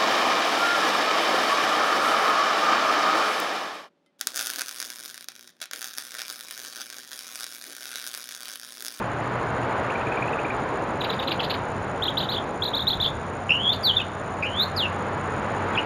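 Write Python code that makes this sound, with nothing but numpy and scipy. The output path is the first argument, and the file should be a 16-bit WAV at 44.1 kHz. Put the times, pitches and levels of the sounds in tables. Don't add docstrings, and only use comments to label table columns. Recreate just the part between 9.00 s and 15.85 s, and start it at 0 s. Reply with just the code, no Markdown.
import sys
import numpy as np
from scipy import signal
from scipy.fft import rfft, irfft, next_fast_len
from scipy.io import wavfile

SR = 44100
rng = np.random.default_rng(int(sys.argv[2]) if len(sys.argv) > 2 else 0)


def unload_audio(sound):
    columns = np.transpose(np.atleast_2d(sound))
    steps = np.round(np.clip(columns, -1, 1) * 32767)
    wavfile.write(sys.argv[1], SR, steps.astype(np.int16))


N = 302085
TIME = np.arange(N) / SR


def from_db(db):
    return 10 ** (np.asarray(db) / 20)


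def rms_one(x):
    return x / np.sqrt(np.mean(x ** 2) + 1e-20)


def in_time(rows, t=TIME):
    s, *columns = np.transpose(rows)
    return [np.interp(t, s, c) for c in columns]


def add(out, s, sound):
    start = max(0, round(s * SR))
    part = sound[:max(0, N - start)]
    out[start:start + len(part)] += part


def noise(spectrum):
    hz, db = np.transpose(spectrum)
    size = next_fast_len(N)
    bins_hz = np.maximum(np.fft.rfftfreq(size, 1 / SR), 1)
    gain = from_db(np.interp(np.log(bins_hz), np.log(hz), db))
    white = rng.standard_normal(size)
    return rms_one(irfft(gain * rfft(white), size)[:N])


def drift(rate_hz, t=TIME):
    steps = (t - t[0]) * rate_hz
    knots = rng.standard_normal(int(steps[-1]) + 2)
    return np.interp(steps, np.arange(len(knots)), knots)


def cycle(hz):
    return 2 * np.pi * np.cumsum(hz) / SR


def clock(length_s):
    t = np.arange(int(length_s * SR)) / SR
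    return t, t / length_s


def syrinx(hz, t, waver=0.015, waver_rate_hz=420, flutter_db=2.0, second_db=-45,
           slack_hz=3050, slack_span_hz=600, slack_second_db=19):
    slack = np.clip((slack_hz - hz) / slack_span_hz, 0, 1)
    phase = cycle(hz * (1 + waver * (1 + slack) * drift(waver_rate_hz, t)))
    flutter = from_db(flutter_db * (1.5 + slack) * drift(256.6, t))
    octave = from_db(second_db + slack_second_db * slack) * np.sin(2 * phase)
    return flutter * (np.sin(phase) + octave)


def beak(hz, centre_hz=3700, width_hz=900):
    above_hz = np.maximum(hz - centre_hz, 0)
    return 1 / np.sqrt(1 + (above_hz / width_hz * 2) ** 2)


def note(hz, t, u, db, fullness, flutter_db=1.8, slack_second_db=8):
    tone = syrinx(hz, t, flutter_db=flutter_db, slack_second_db=slack_second_db)
    pressure = np.sin(np.pi * u) ** fullness
    return from_db(db) * pressure * beak(hz) * tone


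def rasp(length_s, centre_hz, db, swing=0.48, swing_rate_hz=1100, width_hz=1900):
    t, u = clock(length_s)
    hz = centre_hz * np.exp(swing * np.tanh(drift(swing_rate_hz, t)))
    pressure = np.sqrt(np.sin(np.pi * u))
    return from_db(db) * pressure * beak(hz, width_hz=width_hz) * np.sin(cycle(hz))


# [t/s, level/dB, f/Hz mid-sweep, upward sweep/octaves]
TICKS = [ (.899, -27.5, 2510, 0.64), (.953, -25, 2420, .15), (1.010, -30, 2560, 0.27),
         (1.066, -27, 2420, .1), (1.118, -29, 2450, .12), (1.171, -25, 2400, .12),
         (1.222, -23.5, 2380, .18), (1.278, -28, 2530, 0.33), (1.331, -27.5, 2650, .25),
         (1.387, -25, 2530, 0.42), (1.448, -24, 2400, 0.31), (1.502, -25.5, 2360, .2)]


def ticks(length_s=0.01, level_db=-1.0, fullness=0.55, flutter_db=0.8):
    out = np.zeros(N)
    t, u = clock(length_s)
    for s, db, mid_hz, octaves in TICKS:
        hz = mid_hz * 2 ** (octaves * (u - .5))
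        add(out, s, note(hz, t, u, db + level_db, fullness, flutter_db))
    return out


# [crest t/s, start f/Hz, crest f/Hz, level/dB, rasp level/dB]
CHIPS = [ (2.013, 4000, 3890, -23, -42), (2.043, 3600, 3950, -27, -29), (2.101, 3420, 4030, -24, -37),
         (2.130, 3860, 3870, -30, -34), (2.197, 3440, 3790, -24.5, -38), (2.225, 3400, 3850, -32, -31.5),
         (2.279, 2980, 4160, -22, -34), (2.314, 3020, 3910, -25, -25), (2.399, 2530, 3410, -22, -29.5),
         (2.436, 2980, 4200, -26, -29), (2.451, 2900, 4170, -31, -44), (2.503, 2680, 4480, -21.5, -24),
         (2.538, 2700, 4420, -30, -30)]


def chips(rise_s=.0055, fall_s=0.00784, end_hz=2300, level_db=0.0, fullness=0.36, swell_db=5,
          rasp_s=0.018, rasp_hz=3300):
    out = np.zeros(N)
    t, u = clock(rise_s + fall_s)
    rising = t < rise_s
    arch = np.where(rising, t / rise_s - 1, (t - rise_s) / fall_s) ** 2
    for s, start_hz, crest_hz, db, rasp_db in CHIPS:
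        hz = crest_hz - (crest_hz - np.where(rising, start_hz, end_hz)) * arch
        swell = swell_db * (u - .5)
        add(out, s - rise_s, note(hz, t, u, db + level_db + swell, fullness))
        add(out, s, rasp(rasp_s, rasp_hz, rasp_db, swing=0.434, swing_rate_hz=1100, width_hz=2000))
    return out


# [t/s, slur count, first slot/s, start f/Hz, top f/Hz,
#               first bend (<1 climbs early), level/dB, fade/dB per slur]
BURSTS = [ (3.021, 3, 0.03, 2950, 4300, 0.78, -23, -0.5), (3.171, 4, 0.029, 2960, 4570, 0.61, -19, 5),
          (3.287, 5, .029, 2935, 4400, 0.5, -24.5, 0.2), (3.620, 3, 0.03, 3250, 4650, 1.34, -20, 3),
          (3.734, 4, .031, 3220, 4550, 1.3, -19.5, 1.7), (3.869, 3, 0.031, 3250, 4430, 0.72, -14.5, 3.5),
          (4.000, 5, 0.023, 3310, 4290, 1.2, -16.5, 1.1)]
SLUR_SHRINK, SLUR_SAG_HZ = .85, 170


def bursts(sounding=0.863, start_spread_hz=200, bend_spread=.25, linger=0.057, fullness=0.4, level_db=0.0):
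    out = np.zeros(N)
    for s, count, first_s, start_hz, top_hz, first_bend, db, fade_db in BURSTS:
        for k in range(round(count)):
            slot_s = first_s * SLUR_SHRINK ** k
            t, u = clock(sounding * slot_s)
            low_hz = start_hz + start_spread_hz * rng.normal() * (k > 0)
            bend = np.exp(bend_spread * rng.normal()) if k else first_bend
            climb = (u + linger * np.sin(2 * np.pi * u)).clip(0) ** bend
            hz = low_hz + (top_hz - SLUR_SAG_HZ * k - low_hz) * climb
            add(out, s, note(hz, t, u, db + level_db - fade_db * k, fullness))
            s += slot_s
    return out


# [t/s, f/Hz, level/dB]
RISES = [
    [(4.492, 2786, -26), (4.51, 2664, -17), (4.526, 2910, -21.5), (4.582, 2896, -27), (4.618, 3210, -31.5),
     (4.64, 3320, -24), (4.69, 3350, -18.5), (4.702, 3517, -20.5), (4.73, 3650, -19)],
    [(5.424, 2550, -24), (5.44, 2450, -24), (5.466, 2864, -27), (5.518, 2990, -43), (5.534, 3043, -33.5),
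     (5.544, 3120, -35), (5.608, 3710, -18), (5.636, 4280, -21), (5.648, 4210, -29)],
    [(6.762, 2410, -28), (6.77, 2435, -30), (6.784, 2816, -18), (6.792, 2850, -22.5), (6.805, 2870, -35.5)],
]


def rising_whistles(level_db=1.0, shake_hz=150, shake=0.049, settle_s=0.17, shake_db=-1.0,
                    push_db=2, push_s=.01):
    out = np.zeros(N)
    for rows in RISES:
        t = np.arange(rows[0][0], rows[-1][0], 1 / SR)
        hz, db = in_time(rows, t)
        age = t - t[0]
        wobble = np.exp(-age / settle_s) * np.sin(cycle(shake_hz * (1 + 0.22 * drift(79, t))))
        gate = np.clip(np.minimum(age, t[-1] - t) / .003, 0, 1)
        push = push_db * np.exp(-age / push_s)
        pressure = gate * from_db(db + level_db + push + shake_db * wobble)
        add(out, t[0], pressure * syrinx(hz * (1 + shake * wobble), t))
    return out


# [t/s, length/s, start f/Hz, end f/Hz, bend (>1 moves early), level/dB]
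SLIDES = [ (4.721, 0.023, 3700, 5200, 0.57, -25.5), (4.831, 0.091, 4960, 2910, 1.35, -17),
          (4.932, 0.057, 3000, 3750, 1.5, -30), (4.961, .031, 3690, 3320, .6, -15),
          (4.99, 0.024, 2700, 2450, .7, -23), (4.994, 0.036, 3500, 2660, 1.3, -28),
          (5.761, 0.11, 5160, 2650, 2.07, -23), (6.750, .014, 3700, 2600, 0.71, -26.5)]


def slides(attack_s=0.0093, release_s=0.011, level_db=0.0, width_hz=2200):
    out = np.zeros(N)
    for s, length_s, start_hz, end_hz, bend, db in SLIDES:
        t, u = clock(length_s)
        hz = end_hz + (start_hz - end_hz) * (1 - u) ** bend
        pressure = np.clip(np.minimum(t / attack_s, (length_s - t) / release_s), 0, 1)
        tone = syrinx(hz, t, flutter_db=1.66, slack_second_db=12)
        add(out, s, from_db(db + level_db) * pressure * beak(hz, width_hz=width_hz) * tone)
    return out


# [t/s, length/s, level/dB]
RASPS = [(3.168, 0.086, -34), (3.31, 0.043, -31), (4.043, .025, -25), (4.726, .028, -30)]


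def rasps(centre_hz=3650, swing=0.268, swing_rate_hz=700):
    out = np.zeros(N)
    for s, length_s, db in RASPS:
        add(out, s, rasp(length_s, centre_hz, db, swing, swing_rate_hz))
    return out


def yard(x, near_db=-9.5, near_t60_s=0.15, far_db=-22.0, far_t60_s=0.69, first_s=.007, echoes_per_s=2500):
    t = np.arange(SR) / SR
    hits = rng.random((2, SR)) < echoes_per_s / SR
    scatter = rng.standard_normal((2, SR)) * hits * (t > first_s)
    echoes = scatter * from_db(-60 * t / np.array([[near_t60_s], [far_t60_s]]))
    echoes /= np.linalg.norm(echoes, axis=1, keepdims=True)
    response = from_db([near_db, far_db]) @ echoes
    return x + signal.fftconvolve(x, response)[:N]


# [t/s, rumble level/dB, tyre roar level/dB, tyre hiss level/dB]
ROAD = [(0.0, -34, -29.5, -34), (0.11, -35, -32, -34), (0.76, -35.5, -29, -32), (2.7, -36.5, -31, -36),
        (2.75, -35, -32, -35.5), (3.65, -37, -32, -38.5), (3.82, -36, -34.5, -38.5),
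        (4.98, -37, -34.5, -39), (6.72, -35, -30, -32), (6.82, -36, -30.5, -32.5)]
# [f/Hz, level/dB]
RUMBLE = [(20, -37), (35, -11), (55, -8.5), (80, -2), (130, 0.5), (200, -2), (260, -6), (400, -31.5),
          (800, -40.5)]
ROAR = [(100, -40), (200, -9.5), (270, -1), (450, 2), (850, 1), (1000, -2), (1300, -20), (2500, -46)]
HISS = [(500, -41), (850, -3), (1050, 1), (1450, -0.5), (2000, -8), (2600, -13.5), (3200, -20),
        (4000, -24.5), (5000, -33.5), (6000, -44.5), (7500, -34.5)]


def traffic(rumble_db=-0.6, roar_db=0.28, hiss_db=1.35, unrest_db=.5):
    rumble, roar, hiss = in_time(ROAD)
    layers = [(RUMBLE, rumble + rumble_db), (ROAR, roar + roar_db), (HISS, hiss + hiss_db)]
    return sum(from_db(db + unrest_db * drift(12)) * noise(spectrum) for spectrum, db in layers)


# [start t/s, end t/s, f/Hz, start rms level/dB, end rms level/dB]; pitch and level wander
ENGINES = [(0, 2.26, 119.3, -36.5, -48.5), (2.4, 6.85, 94.36, -49, -38), (5.3, 6.85, 218, -51, -40)]


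def engines(wander=0.0145, fading_db=1.5, fade_s=0.11):
    out = np.zeros(N)
    for start, end, hz, start_db, end_db in ENGINES:
        t, u = clock(end - start)
        db = start_db + (end_db - start_db) * u + fading_db * drift(7.4, t)
        gate = np.clip(np.minimum(t, t[-1] - t) / fade_s, 0, 1)
        tone = np.sqrt(2) * np.sin(cycle(hz * (1 + wander * drift(14, t))))
        add(out, start, gate * from_db(db) * tone)
    return out


# [t/s, stroke level/dB, mean pause between chirps/s]
INSECT = [(0, -48, .024), (6.85, -45.5, .012)]


def insect(stroke_gap_s=.0162, stroke_s=0.01, top_hz=7150, bottom_hz=6700, opening_db=-8, opening_hz=6500,
           scrape=0.061, first_db=-3, tooth_jitter=.018):
    out, s = np.zeros(N), .022
    t, u = clock(stroke_s)
    shape = np.sin(np.pi * u) ** 2
    closing_hz = np.linspace(top_hz, bottom_hz, len(t))
    while s < TIME[-1]:
        db, pause_s = in_time(INSECT, s)
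        for accent_db in (first_db * rng.exponential(), 0, 0):
            stroke = from_db(db + accent_db + rng.normal(0, 1)) * shape
            closing = np.sin(cycle(closing_hz * (1 + tooth_jitter * drift(2000, t))))
            opening = np.sin(cycle(opening_hz * (1 + scrape * drift(2000, t))))
            add(out, s, stroke * closing)
            add(out, s - stroke_gap_s / 2, from_db(opening_db) * stroke * opening)
            s += stroke_gap_s
        s += abs(pause_s) * rng.uniform(.7, 1.3)
    return yard(out, near_db=-17, near_t60_s=0.061, far_db=-16.0, far_t60_s=0.81)


# [f/Hz, level/dB]
WIND = [(15, -12), (35, -3), (80, 5), (140, -12), (400, -46), (1500, -100)]
# [peak t/s, rms level at peak/dB]
PUFFS = [(3.85, -39), (4.0, -30), (4.17, -31)]


def wind(puff_s=0.027):
    envelope = sum(from_db(db) * np.exp(-np.abs(TIME - s) / puff_s) for s, db in PUFFS)
    return noise(WIND) * envelope


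def scene():
    bird = yard(ticks() + chips() + bursts() + rasps() + rising_whistles() + slides())
    return (bird + insect() + traffic() + engines() + wind())[None]


def record(dry, band_hz=7400, floor_db=-90, image_slope=2.38, sampling_hz=16000, cutoff_hz=12250):
    narrow = signal.sosfiltfilt(signal.butter(18, band_hz, fs=SR, output="sos"), dry)
    sampled = narrow * (1 + 2 * np.cos(2 * np.pi * sampling_hz * TIME))
    hz = np.fft.rfftfreq(N, 1 / SR)
    image = np.minimum(1, np.abs(sampling_hz - hz) / np.maximum(hz, 1)) ** image_slope
    out = irfft(rfft(sampled) * image, N) + from_db(floor_db) * rng.standard_normal(N)
    return signal.sosfilt(signal.ellip(12, .1, 80, cutoff_hz, fs=SR, output="sos"), out)


dry = scene()
out = record(dry)
unload_audio(out)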